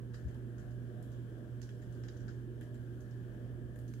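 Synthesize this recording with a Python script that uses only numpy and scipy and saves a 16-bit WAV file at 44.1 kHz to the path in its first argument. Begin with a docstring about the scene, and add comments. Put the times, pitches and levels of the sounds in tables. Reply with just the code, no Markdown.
"""A house by a yard on a quiet, damp day. Low air rumbles under a faint hiss, and a motor hums,
throbbing slowly as its spinning part slips against the mains power. Sparse drops tick nearby: each hit
makes a snap, a short spatter, a ring and a brief echo, and a few knock on something hollow.
Near the start, the microphone is softly bumped twice."""
import sys
import numpy as np
from scipy import signal
from scipy.fft import rfft, irfft
from scipy.io import wavfile
from scipy.ndimage import uniform_filter1d

SR = 44100
rng = np.random.default_rng(int(sys.argv[2]) if len(sys.argv) > 2 else 0)


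def dump(signal):
    """Clip the signal to [-1, 1] and save it as 16-bit WAV at the path in sys.argv[1]."""
    limited = np.clip(np.atleast_2d(signal).T, -1, 1)
    pcm = np.round(limited * 32767).astype(np.int16)
    wavfile.write(sys.argv[1], SR, pcm)


N = 176400  # 4 seconds

# how the low middle pitches of both air and motor rise and fall: (time [s], boost [dB])
MID_SWELL = [(0, -2), (.68, 1.5), (.85, 1.5), (1.0, 7), (1.2, -1.5), (1.45, 3.5), (1.68, -2.5), (1.85, 1),
             (2.53, -4), (2.67, 2.5), (3.08, -2.5), (3.45, 1.5), (3.7, 0.5), (3.8, 2.5), (3.92, -4)]
MID_HZ, MID_OCTAVES = 640, 0.35  # centre and width of that range


def amp(db):
    """Turns decibels into a number to multiply by."""
    return 10 ** (np.asarray(db) / 20)


def unit_level(x):
    """Scales a signal so that its average strength (rms) is 1."""
    return x / np.sqrt(np.mean(x ** 2) + 1e-20)


def over_time(points, t):
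    """Joins (time, value) points with straight lines."""
    return np.interp(t, *np.transpose(points))


def over_pitch(points, hz):
    """Joins (frequency, values...) points on an octave scale, giving one row per value column."""
    freqs, *columns = np.transpose(points)
    return np.array([np.interp(np.log(hz + 1), np.log(freqs + 1), column) for column in columns])


def bell(hz, centre_hz, octaves):
    """A smooth hill of height 1 around one pitch."""
    return np.exp(-(np.log2((hz + 1) / centre_hz) / octaves) ** 2)


def drift(t, low_hz, high_hz):
    """A random wobble of strength 1, made of 20 slow waves."""
    rates = np.geomspace(low_hz, high_hz, 20)
    return unit_level(sum(np.sin(2 * np.pi * (f * t + rng.random())) / np.sqrt(f) for f in rates))


def shape_tone(x, gain_db):
    """Turns each frequency up or down, with a filter that rings after a hit, not before it."""
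    cepstrum = irfft(np.log(amp(gain_db)))
    half = cepstrum.shape[1] // 2
    fold = np.r_[1, np.full(half - 1, 2), 1, np.zeros(half - 1)]
    return irfft(rfft(x) * np.exp(rfft(cepstrum * fold)))


def add(mix, start_s, sound):
    """Mixes a stereo sound in at its start time."""
    part = mix[:, max(round(start_s * SR), 0):][:, :sound.shape[1]]
    part += sound[:, :part.shape[1]]


def air(size=4096):
    """Air noise: a low rumble and a faint hiss that swell gently, with one wandering resonance."""
    # the air's basic tone: (frequency [Hz], left [dB per Hz], right [dB per Hz])
    air_tone = [(19.1, -99, -92), (31.7, -83.5, -97), (43.8, -87, -67.5), (67, -78.5, -70), (91, -74, -73),
                (181, -78, -76.5), (248, -76, -73.5), (302, -80, -77.5), (369, -76.5, -73.5),
                (443, -90.5, -83.5), (553, -88.5, -90), (663, -94, -92.5), (780, -100, -102),
                (1030, -102, -105), (1095, -100, -105), (1306, -98.5, -111), (1695, -93, -107),
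                (1810, -99, -107), (2086, -112, -111), (2660, -115, -111), (3160, -111.5, -101.7),
                (3700, -119, -111), (4100, -120, -116), (7900, -121, -117), (9150, -123, -118),
                (10800, -119, -118), (12300, -123, -120), (15700, -121, -123)]
    # how alike the two sides are: (frequency [Hz], likeness [0-1])
    side_likeness = [(30, 0.86), (75, 0), (170, 0.9), (370, 1), (480, 0.2), (700, 0.45), (1100, 0.07),
                     (3000, 0.04)]
    # how far the left wave runs ahead of the right: (frequency [Hz], lead [radians])
    left_lead = [(60, 0.93), (230, 0.59), (420, 0.52), (650, -0.34), (1600, -1.8)]
    # rise and fall of the treble hiss: (time [s], boost [dB])
    hiss_swell = [(0, 0.2), (.3, 0), (.8, 0.2), (1.5, 0.5), (2.0, 2.5), (2.5, -0.5), (2.95, 2), (3.6, -1),
                  (4, 4)]
    # rise and fall of the sizzle near 3 kHz: (time [s], boost [dB])
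    sizzle_swell = [(0, -6.5), (.35, -2.5), (.85, -3.5), (1.16, 1), (1.4, -2.5)]
    # path of the faint resonance: (time [s], pitch [Hz])
    resonance_path = [(.42, 1670), (.63, 1500), (.8, 1660), (1.85, 1540), (2.7, 1700), (2.97, 1530),
                      (3.1, 1720)]
    hop = size // 4
    frames, hz = N // hop + 5, np.fft.rfftfreq(size, 1 / SR)
    t = np.arange(frames) * hop / SR
    # noise on a grid: one row per frequency, one column per moment
    a, b, c, d, patches = rng.standard_normal((frames, len(hz), 5)).T
    left, unrelated = a + 1j * b, c + 1j * d
    likeness = np.clip(over_pitch(side_likeness, hz).T, 0, 1)
    right = likeness * left + np.sqrt(1 - likeness ** 2) * unrelated
    right *= np.exp(-1j * over_pitch(left_lead, hz).T)
    patches = uniform_filter1d(uniform_filter1d(patches, size=24, axis=0), size=5, axis=1)
    change_db = unit_level(patches) - 0.46 * drift(t, 0.478, 1.75)  # slight patches, slow swell
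    row_hz = hz[:, None]
    change_db += np.clip((row_hz - 2000) / 2000, 0, 1) * over_time(hiss_swell, t)
    change_db += bell(row_hz, MID_HZ, MID_OCTAVES) * over_time(MID_SWELL, t)
    change_db += bell(row_hz, centre_hz=3200, octaves=0.23) * over_time(sizzle_swell, t)
    resonance_db, width_hz = 3.5, 115
    change_db += resonance_db * np.exp(-((row_hz - over_time(resonance_path, t)) / width_hz) ** 2)
    gain = amp(over_pitch(air_tone, hz)[:, :, None] + change_db) * np.sqrt(1.5 * SR / size)
    return signal.istft(np.array([left, right]) * gain, nperseg=size, noverlap=size - hop)[1][:, :N]


def motor():
    """Mains hum and overtones throb and sway as the spinning part slips; a thin whine sits on top."""
    # tones of the hum: (multiple of the hum pitch, left [dB], right [dB], throb depth [dB],
    # time of one throb's peak [s])
    hum_tones = [(1, -46, -40.5, -15.5, 1.985), (2, -64, -62, -6, 1.943), (3, -72, -70.5, -3, 2),
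                 (4, -65.5, -70.5, -6.5, 2.17), (5, -69.5, -72.5, -9.5, 2.24), (6, -77.5, -86, -6.5, 2.25)]
    hum_hz, throb_hz, whine_hz = 120, 2.52, 3050
    sway_rad, left_lead_rad = 0.2, 0.56
    t, hum = np.arange(N) / SR, np.zeros((2, N))
    for multiple, left_db, right_db, depth_db, peak_s in hum_tones:
        hz = multiple * hum_hz
        slip = 2 * np.pi * throb_hz * (t - peak_s)
        phase = 2 * np.pi * (hz * t + rng.random()) + multiple * sway_rad * np.sin(slip)
        waver_db = np.sqrt(multiple) * np.interp(t, t[::100], drift(t[::100], 3, 14))
        swell_db = bell(hz, MID_HZ, MID_OCTAVES) * over_time(MID_SWELL, t)
        level = amp(waver_db + swell_db) * (1 + amp(depth_db) * np.cos(slip))
        hum += amp([[left_db], [right_db]]) * level * np.cos([phase + left_lead_rad, phase])
    whine = amp([[-101.5], [-83]]) * np.sin(2 * np.pi * whine_hz * t)  # mostly on the right
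    return hum + whine


def bump(pitch_hz, rise_s, left_db, right_db):
    """A soft bump on the microphone: a few low waves that swell, sag in pitch and die away."""
    age = np.arange(SR // 2) / SR / rise_s  # 1 at the loudest point
    cycles = pitch_hz * rise_s * (age - 0.1 * (age - 1 + np.exp(-age)))  # pitch sags by a tenth
    swell = (age * np.exp(1 - age)) ** 3
    return amp([[left_db], [right_db]]) * swell * np.cos(2 * np.pi * cycles)


def knock(pitch_hz, left_db, right_db, size=16384):
    """A drop hits something hollow: a short pitched tock, and noise that rings around that pitch."""
    width_hz, onset_s = 300, 0.0011
    tock_fade_s, hollow_fade_s = 0.09, 0.18  # time to fall by 60 dB
    t, hz = np.arange(size) / SR, np.fft.rfftfreq(size, 1 / SR)
    resonance_db = -40 * np.log10(1 + ((hz - pitch_hz) / width_hz) ** 2 / 2)
    noise = unit_level(shape_tone(rng.standard_normal((2, size)), resonance_db[None]))
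    hollow = noise * amp(-60 * t / hollow_fade_s) * (1 - np.exp(-t / onset_s))
    tock = amp(2 - 60 * t / tock_fade_s) * np.sin(2 * np.pi * pitch_hz * t)
    return amp([[left_db], [right_db]]) * (tock + hollow)


def drop(level_db, body_db, top_db, snap_db, ring_hz, echo_db, size=16384):
    """A drop lands: a snap, a grainy spatter, a thin echo, and the short ring of the spot it hits."""
    # the tone all drops share: (frequency [Hz], left [dB], right [dB])
    drop_tone = [(450, -15, -13.5), (1200, -3.5, -6), (1770, 13, -0.5), (2470, -18.5, -4), (3040, 4, 3),
                 (3780, -36, 1.5), (5140, -15, 3), (7150, -2, 2), (9250, 3.5, 3.5), (10400, 3.5, 5.5),
                 (12800, -5, 5), (15500, -18, -10)]
    # pure notes of the spot that is hit: (multiple of its ring pitch, level [dB])
    ping_notes = [(.78, -15), (1, -12.5), (1.2, -22)]
    snap_s, spatter_s, onset_s, ring_width_hz = 0.0023, 0.0099, 0.0011, 420
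    ping_fade_s, ring_fade_s, echo_fade_s = 0.067, 0.14, 0.45  # time to fall by 60 dB
    t, hz = np.arange(size) / SR, np.fft.rfftfreq(size, 1 / SR)
    snap, spatter, echo, ring = rng.standard_normal((4, 2, size))  # each starts as stereo noise
    snap *= np.exp(-t / snap_s)
    roughness = unit_level(uniform_filter1d(rng.standard_normal(size), size=30))
    grains = unit_level(np.exp(0.96 * roughness))
    spatter *= amp(-3) * grains * np.exp(-t / spatter_s)
    echo = shape_tone(echo, over_pitch([(1910, -5.5), (4500, 0)], hz))  # weaker lows make it thin
    echo *= amp(echo_db - 60 * t / echo_fade_s)
    ring = shape_tone(ring, -20 * np.log10(1 + ((hz - ring_hz) / ring_width_hz) ** 2)[None])
    ring *= amp(7 - 60 * t / ring_fade_s)
    ping = sum(amp(db - 60 * t / ping_fade_s) * np.sin(2 * np.pi * multiple * ring_hz * t)
               for multiple, db in ping_notes)
    hit = amp(snap_db) * (snap + ping) + (spatter + echo + ring) * (1 - np.exp(-t / onset_s))
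    spot_db = over_pitch([(1910, body_db + 1.5), (4500, 0), (7230, 0), (8900, top_db + 4)], hz)
    return amp(level_db - 2.5) * shape_tone(hit, over_pitch(drop_tone, hz) + spot_db)


def scene():
    """Drops, hollow knocks and bumps over the air and the motor."""
    # drops landing nearby, with relative levels: (time [s], level [dB], lower tones [dB],
    # top treble [dB], snap and ping [dB], ring pitch [Hz], echo [dB])
    drops = [(0.1364,-61,6,-15,3,5000,0), (0.1428,-56.5,9.5,-20,4,4900,-4),
             (0.28,-68,14.5,-15,-10,6300,1.5), (0.345,-67.5,4,-8,8,3150,-5),
             (0.581,-62,9.5,-14,-4,6460,-4.5), (0.593,-64.5,3,-14,3,7260,-6), (0.7078,-65,1,-15,-1,6830,-6),
             (1.0255,-63,-1,-2,4.5,7230,-7.5), (1.118,-66.5,2,-16,6,6260,0),
             (1.6162,-52,-2,-16,4.5,6200,-6.5), (1.6286,-52.5,-8,-24.5,4,5640,-9),
             (1.6907,-63,7.5,-16,10.5,3250,-2), (1.8179,-64,14,-16,-4,7050,-4),
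             (1.924,-66.5,1,-15,3,6700,1.5), (2.0362,-57.5,8.5,-26,5.5,5300,-5.5),
             (2.0844,-55.5,4,-40,10,4930,-3), (2.167,-60.5,-1,-21,0,6000,-5), (2.205,-62.5,2,-26,4,5900,-7),
             (2.2808,-55.5,7.5,-27,1,4990,-5), (2.611,-62,9.5,-6.5,6.5,3130,-5.5),
             (2.629,-67,12,-19,5.5,7260,-2), (2.7432,-62.5,11,-10.5,0,7580,-8),
             (3.005,-62,-14,-9.5,-1,6340,-7), (3.11,-66,-6,-20,6.5,5400,-4), (3.7584,-67,17,3,-2,7000,-11),
             (3.789,-68,8,-1.5,8,6960,-6), (3.8785,-60.5,2,-11.5,-2,6200,-5.5),
             (3.9378,-60,6,-11,8,6240,-10)]
    # drops on something hollow: (time [s], pitch [Hz], left [dB], right [dB])
    knocks = [(0.142, 1294, -62, -68), (0.345, 880, -72, -63), (0.58, 1430, -62, -80),
              (2.2805, 1540, -55.5, -68), (2.61, 1720, -61, -69)]
    # bumps on the microphone: (time [s], pitch [Hz], rise time [s], left [dB], right [dB])
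    bumps = [(0.236, 76, .022, -30, -45), (0.341, 63, 0.02, -49, -41.5)]
    mix = air() + motor()
    for source, events in (drop, drops), (knock, knocks), (bump, bumps):
        for start_s, *settings in events:
            add(mix, start_s, source(*settings))
    return mix


def record(dry):
    """Takes away the deepest rumble and the very highest treble."""
    low_cut_hz, high_cut_hz = 39, 15720
    low_cut = signal.butter(4, low_cut_hz, "highpass", fs=SR, output="sos")
    high_cut = signal.firwin(1023, high_cut_hz, window=("kaiser", 9), fs=SR)
    return signal.oaconvolve(signal.sosfilt(low_cut, dry), high_cut[None], "same")


dry = scene()
out = record(dry)
dump(out)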